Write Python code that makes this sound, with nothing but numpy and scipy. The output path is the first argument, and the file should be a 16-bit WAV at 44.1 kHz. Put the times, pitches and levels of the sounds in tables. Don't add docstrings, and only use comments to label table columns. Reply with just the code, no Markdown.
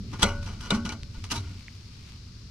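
import sys
import numpy as np
from scipy import signal
from scipy.fft import rfft, irfft
from scipy.io import wavfile

SR = 44100
rng = np.random.default_rng(int(sys.argv[2]) if len(sys.argv) > 2 else 0)


def materialize(psi):
    bounded = np.clip(np.atleast_2d(psi).T, -1, 1)
    quanta = np.round(bounded * 32767).astype(np.int16)
    wavfile.write(sys.argv[1], SR, quanta)


N = 110250
T = np.arange(N) / SR
FREQS = np.maximum(np.arange(N // 2 + 1) * SR / N, 1)

# (time [s], crack [dB], treble tilt [dB per octave], deck clang [dB],
# ring of the modes [dB], 1st, 3rd, 5th... modes over the others [dB],
# how long after the snap the wire presses again [s])
SNAPS = [(0.2297, -14.5, 0.5, 9, 8.5, 4.5, .2), (0.7051, -21, -2.5, 10, 3.5, -4.5, 0.49)]
# (pitch [Hz], level [dB per Hz])
CRACK_COLOUR = [(300, -8), (1200, -6), (2000, -13.5), (3400, 1), (7000, -8.5), (8100, -3.5), (10000, -19),
                (15000, -35)]
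# (pitch [Hz], level [dB], t60 [s])
DECK_MODES = [(571, -48, 1.0), (841, -49, .4), (918, -41, .33), (1114, -38, .3), (1372, -42, .36),
              (1435, -33, .1), (1470, -44, .75), (1530, -51, .8), (2034, -51, .3), (2305, -43, .16),
              (2773, -43, .13), (2922, -36.5, .17), (3293, -45, .12), (3910, -45, .12), (4165, -44, .2),
              (5657, -44, .13), (6020, -44, .11)]
# (pitch [Hz], level [dB per Hz])
CLANG_COLOUR = [(100, -9), (200, -1.5), (400, 0), (560, -1.5), (950, -1.5), (1480, 4.5), (1660, -26.5),
                (2200, 1), (3200, -26), (5000, -12.5), (8000, -20), (14000, -61)]
# (pitch [Hz], t60 [s])
CLANG_T60 = [(900, .2), (3000, .15), (10000, .12)]
# (time of peak [s], rise [s], fall [s], rasp [dB],
# treble tilt [dB per octave], drive of the deck [dB])
SCRAPES = [(0.138, 0.0095, 0.021, -34, -5, -44.5), (0.198, 0.0064, 0.053, -35, -3, -39),
           (0.23, 0.0073, 0.008, -22, -1, -15.5), (0.269, 0.026, 0.039, -47, 4.5, -32.5),
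           (0.430, .004, 0.0097, -42, -1, -75), (0.475, 0.021, 0.056, -44, -2, -40.5),
           (0.612, 0.0076, 0.021, -43.5, 0, -47), (0.666, 0.049, 0.065, -46, -1, -42),
           (0.749, 0.016, 0.019, -36, -1, -35), (0.8532, 0.0024, 0.026, -34.5, -2.1, -34),
           (0.895, 0.0038, 0.0061, -29.5, -2.9, -29), (0.922, 0.0023, 0.011, -34.5, -2.5, -39),
           (1.144, 0.0019, 0.012, -45, -3.5, -46), (1.242, 0.003, 0.013, -40, -0.5, -48),
           (1.32, 0.011, 0.012, -24, 0, -27.5), (1.359, 0.012, 0.026, -36, 0.5, -39),
           (1.456, 0.036, 0.066, -46.5, -11, -50)]
# (pitch [Hz], level [dB per Hz])
RASP_COLOUR = [(300, -1), (600, -16), (980, 3), (1700, -8.5), (3000, -3.5), (6200, -1.5), (7300, -12.5),
               (9000, -12), (12000, -22), (15000, -38)]
# (pitch [Hz], likeness [1 = same])
CONTACT_LIKENESS = [(200, 1), (700, 0.55), (1400, 0.92), (3200, 0.17), (7000, 0.051)]
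# (pitch [Hz], left over right [dB])
CONTACT_PAN = [(200, .5), (1000, 2), (6000, 2), (8500, -7), (14000, -6)]
# (time [s], level [dB], pitch [Hz], half length [s])
ZINGS = [(0.23, -17, 3300, 0.0036), (0.708, -22.5, 3680, 0.0026), (0.902, -41.5, 2256, 0.012),
         (1.319, -35, 2860, 0.014), (1.365, -38, 925, 0.021), (1.375, -40, 3946, 0.02)]
# (time [s], level [dB], pitch [Hz], half width [octaves],
# left over right [dB])
TICKS = [(0.8922, -3, 4950, 0.4, 2), (1.0330, -11.5, 3060, 0.8, 6.5), (1.2422, -11, 2450, 0.91, 4),
         (1.6824, -2.5, 2110, 0.22, -2)]
# (time [s], level [dB], pitch of the push [Hz])
SHOVES = [(0.002, -35.5, 194), (0.052, -39.5, 324), (0.232, -16.5, 68), (0.234, -19.5, 197.6),
          (0.722, -15, 207.5), (0.765, -27, 197), (0.850, -27, 189), (1.179, -27.5, 69),
          (1.318, -26.5, 265), (1.377, -28, 103.5)]
# (pitch [Hz], level [dB], t60 [s])
PANEL_MODES = [(26.75, -57, 1.53), (91.94, -52, 0.95), (211, -42.5, 0.1), (232.2, -49.5, 0.51),
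               (295, -54, 0.77), (388.2, -46.5, 0.45)]
# (pitch [Hz], level [dB per Hz])
RUSTLE_COLOUR = [(500, -9), (1200, 0), (1700, -4.5), (2300, 4.5), (5500, -4), (8000, -10), (14000, -22.5)]
# (time [s], level [dB])
RUSTLE_LEVEL = [(0, -70.5), (.1, -55), (1.12, -63.5), (1.18, -56), (1.65, -57), (1.85, -61), (2.1, -54.5),
                (2.25, -67), (2.5, -67)]
# (pitch [Hz], level [dB per Hz])
HISS_COLOUR = [(500, -20), (1200, -3), (1700, -7), (3300, -5.5), (4400, 2), (5400, 1), (7000, -10),
               (10000, -24), (15000, -52)]
# (pitch [Hz], left over right [dB])
HISS_PAN = [(700, -2), (4200, 9), (8000, 1), (14000, -42)]
# (pitch [Hz], level [dB per Hz])
HUM_COLOUR = [(27, -10), (52, -0.5), (112, 1.5), (140, -8.5), (238, -10), (275, -21), (400, -24),
              (650, -38), (1500, -69)]
# (time [s], level [dB])
HUM_LEVEL = [(.42, -37), (.6, -39), (1.52, -40.5), (1.64, -45), (2.5, -44)]
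# (pitch [Hz], likeness [1 = same])
AIR_LIKENESS = [(100, 1), (290, 0.93), (700, 0.29), (9000, 0.12)]

CRACK_FALL_S, CLANG_RISE_S = 0.0072, 0.0026
MUFFLE_S = 0.029
GRIP_RING_DB, GRIP_FALL_S = 3, .018
MODE_PAN_DB = 2.5
SLIPS_PER_S, SLIP_SPREAD_DB = 5000, 0.5
JUDDER_STEPS_PER_S, JUDDER_DB = 160.8, 2
ZING_WIDTH_SHARE = 0.0413
SHOVE_CYCLES = 1.6
CRACKLES_PER_S, CRACKLE_SPREAD_DB = 2000, 2.4
HISS_DB = -54.5
LEFT_LAG_S = .00004
CUTOFF_HZ = 15500


def amp(db):
    return 10 ** (np.asarray(db) / 20)


def unit(x):
    return x / np.sqrt(np.mean(x ** 2) + 1e-20)


def per_hz(points):
    hz, value = np.transpose(points)
    return np.interp(np.log(FREQS), np.log(hz), value)


def level(points):
    return amp(np.interp(T, *np.transpose(points)))


def pan(db):
    return amp(np.array([[.5], [-.5]]) * db)


def band_pass(x, edges):
    edges = np.minimum(edges, SR / 2 - 1)
    return signal.sosfilt(signal.butter(2, edges, "band", fs=SR, output="sos"), x)


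def white():
    return rng.standard_normal((2, N))


def grit(per_s=SLIPS_PER_S, spread_db=SLIP_SPREAD_DB):
    sizes = amp(spread_db * np.minimum(rng.exponential(1, N), 4))
    happens = rng.random(N) < per_s / SR
    return white() * sizes * happens


def coloured(source, spectrum, likeness, pan_db=0, tilt_db=0):
    mid, side = rfft(source)
    alike = np.clip(per_hz(likeness), -.99, .99)
    pair = np.sqrt(1 + alike) * mid + np.sqrt(1 - alike) * side * [[1], [-1]]
    octaves = np.log2(np.maximum(FREQS, 200))
    colour = amp(per_hz(spectrum) + tilt_db * octaves)
    return unit(irfft(pair * colour * pan(pan_db), N))


def contact(source, spectrum, tilt_db=0):
    return coloured(source, spectrum, CONTACT_LIKENESS, per_hz(CONTACT_PAN), tilt_db)


def click(s):
    return 1. * (np.arange(N) == int(s * SR))


def burst(start, fall):
    return (T >= start) * np.exp(-np.maximum(T - start, 0) / fall)


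def ringing(modes):
    total = 0
    for k, (hz, db, t60) in enumerate(modes):
        sign = (-1) ** k
        total = total + sign * amp(db - 60 * T / t60) * np.sin(2 * np.pi * hz * T)
    return total


def through(force, response):
    return signal.fftconvolve(np.atleast_2d(force), np.atleast_2d(response), axes=1)[:, :N]


def snaps(deck_clang):
    out = 0
    for s, crack_db, tilt_db, clang_db, ring_db, odd_db, free_for in SNAPS:
        crack = contact(white() + unit(grit()), CRACK_COLOUR, tilt_db)
        out = out + amp(crack_db) * crack * burst(s, CRACK_FALL_S)
        muffle = np.exp(-np.maximum(T - free_for, 0) / MUFFLE_S)
        ring = amp(ring_db) * deck_modes(odd_db) * muffle
        out = out + through(click(s), amp(clang_db) * deck_clang + ring)
    return out


def deck_modes(odd_db):
    modes = []
    for k, (hz, db, t60) in enumerate(DECK_MODES):
        modes.append((hz, db + (-1) ** k * odd_db / 2, t60))
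    return pan(MODE_PAN_DB) * ringing(modes)


def clang():
    noise = rfft(contact(white(), CLANG_COLOUR))
    octave = np.clip(np.log2(FREQS).astype(int), 8, 13)
    t60 = per_hz(CLANG_T60)
    tail = 0
    for k in np.unique(octave):
        inside = octave == k
        tail = tail + irfft(noise * inside, N) * amp(-60 * T / t60[inside].mean())
    swell = 1 - np.exp(-T / CLANG_RISE_S)
    return unit(tail) / np.sqrt(N) * swell / 2


def scrapes(deck):
    judder = np.interp(T * JUDDER_STEPS_PER_S, np.arange(N), rng.standard_normal(N))
    slips = unit(grit()) * amp(JUDDER_DB * judder)
    out, drive = 0, 0
    for s, rise, fall, db, tilt_db, deck_db in SCRAPES:
        before, after = np.minimum(T - s, 0), np.maximum(T - s, 0)
        stroke = np.exp(-(before / rise) ** 2 - after / fall)
        out = out + amp(db) * stroke * contact(slips, RASP_COLOUR, tilt_db)
        drive = drive + amp(deck_db) * stroke
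    return out + through(drive * unit(slips[0]), deck)


def zings():
    out = 0
    for s, db, hz, length in ZINGS:
        edges = hz * (1 + np.array([-.5, .5]) * ZING_WIDTH_SHARE)
        wave = signal.hilbert(band_pass(white()[0], edges))
        tone = unit(np.cos(np.angle(wave)))
        out = out + amp(db) * tone * np.exp(-((T - s) / length) ** 2)
    return out


def ticks():
    out = 0
    for s, db, hz, octaves, pan_db in TICKS:
        edges = hz * 2 ** (np.array([-1, 1]) * octaves)
        out = out + amp(db) * pan(pan_db) * band_pass(click(s) + 1e-18, edges)
    return out


def boom():
    thuds = 0
    for s, db, hz in SHOVES:
        thuds = thuds + amp(db) * burst(s, SHOVE_CYCLES / hz) * np.sin(2 * np.pi * hz * (T - s))
    return thuds + through(thuds, ringing(PANEL_MODES))


def rustle():
    crackles = grit(CRACKLES_PER_S, CRACKLE_SPREAD_DB)
    return level(RUSTLE_LEVEL) * coloured(crackles, RUSTLE_COLOUR, AIR_LIKENESS, pan_db=1.5)


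def hiss():
    return amp(HISS_DB) * coloured(white(), HISS_COLOUR, AIR_LIKENESS, per_hz(HISS_PAN))


def hum():
    return level(HUM_LEVEL) * coloured(white(), HUM_COLOUR, AIR_LIKENESS)


def scene():
    deck_clang = clang()
    gripped_deck = deck_clang + amp(GRIP_RING_DB) * deck_modes(0) * burst(0, GRIP_FALL_S)
    left, right = snaps(deck_clang) + scrapes(gripped_deck) + zings() + ticks() + boom()
    work = np.array([np.interp(T - LEFT_LAG_S, T, left), right])
    return work + rustle() + hiss() + hum()


def record(dry):
    return signal.sosfilt(signal.ellip(10, .2, 80, CUTOFF_HZ, fs=SR, output="sos"), dry)


dry = scene()
out = record(dry)
materialize(out)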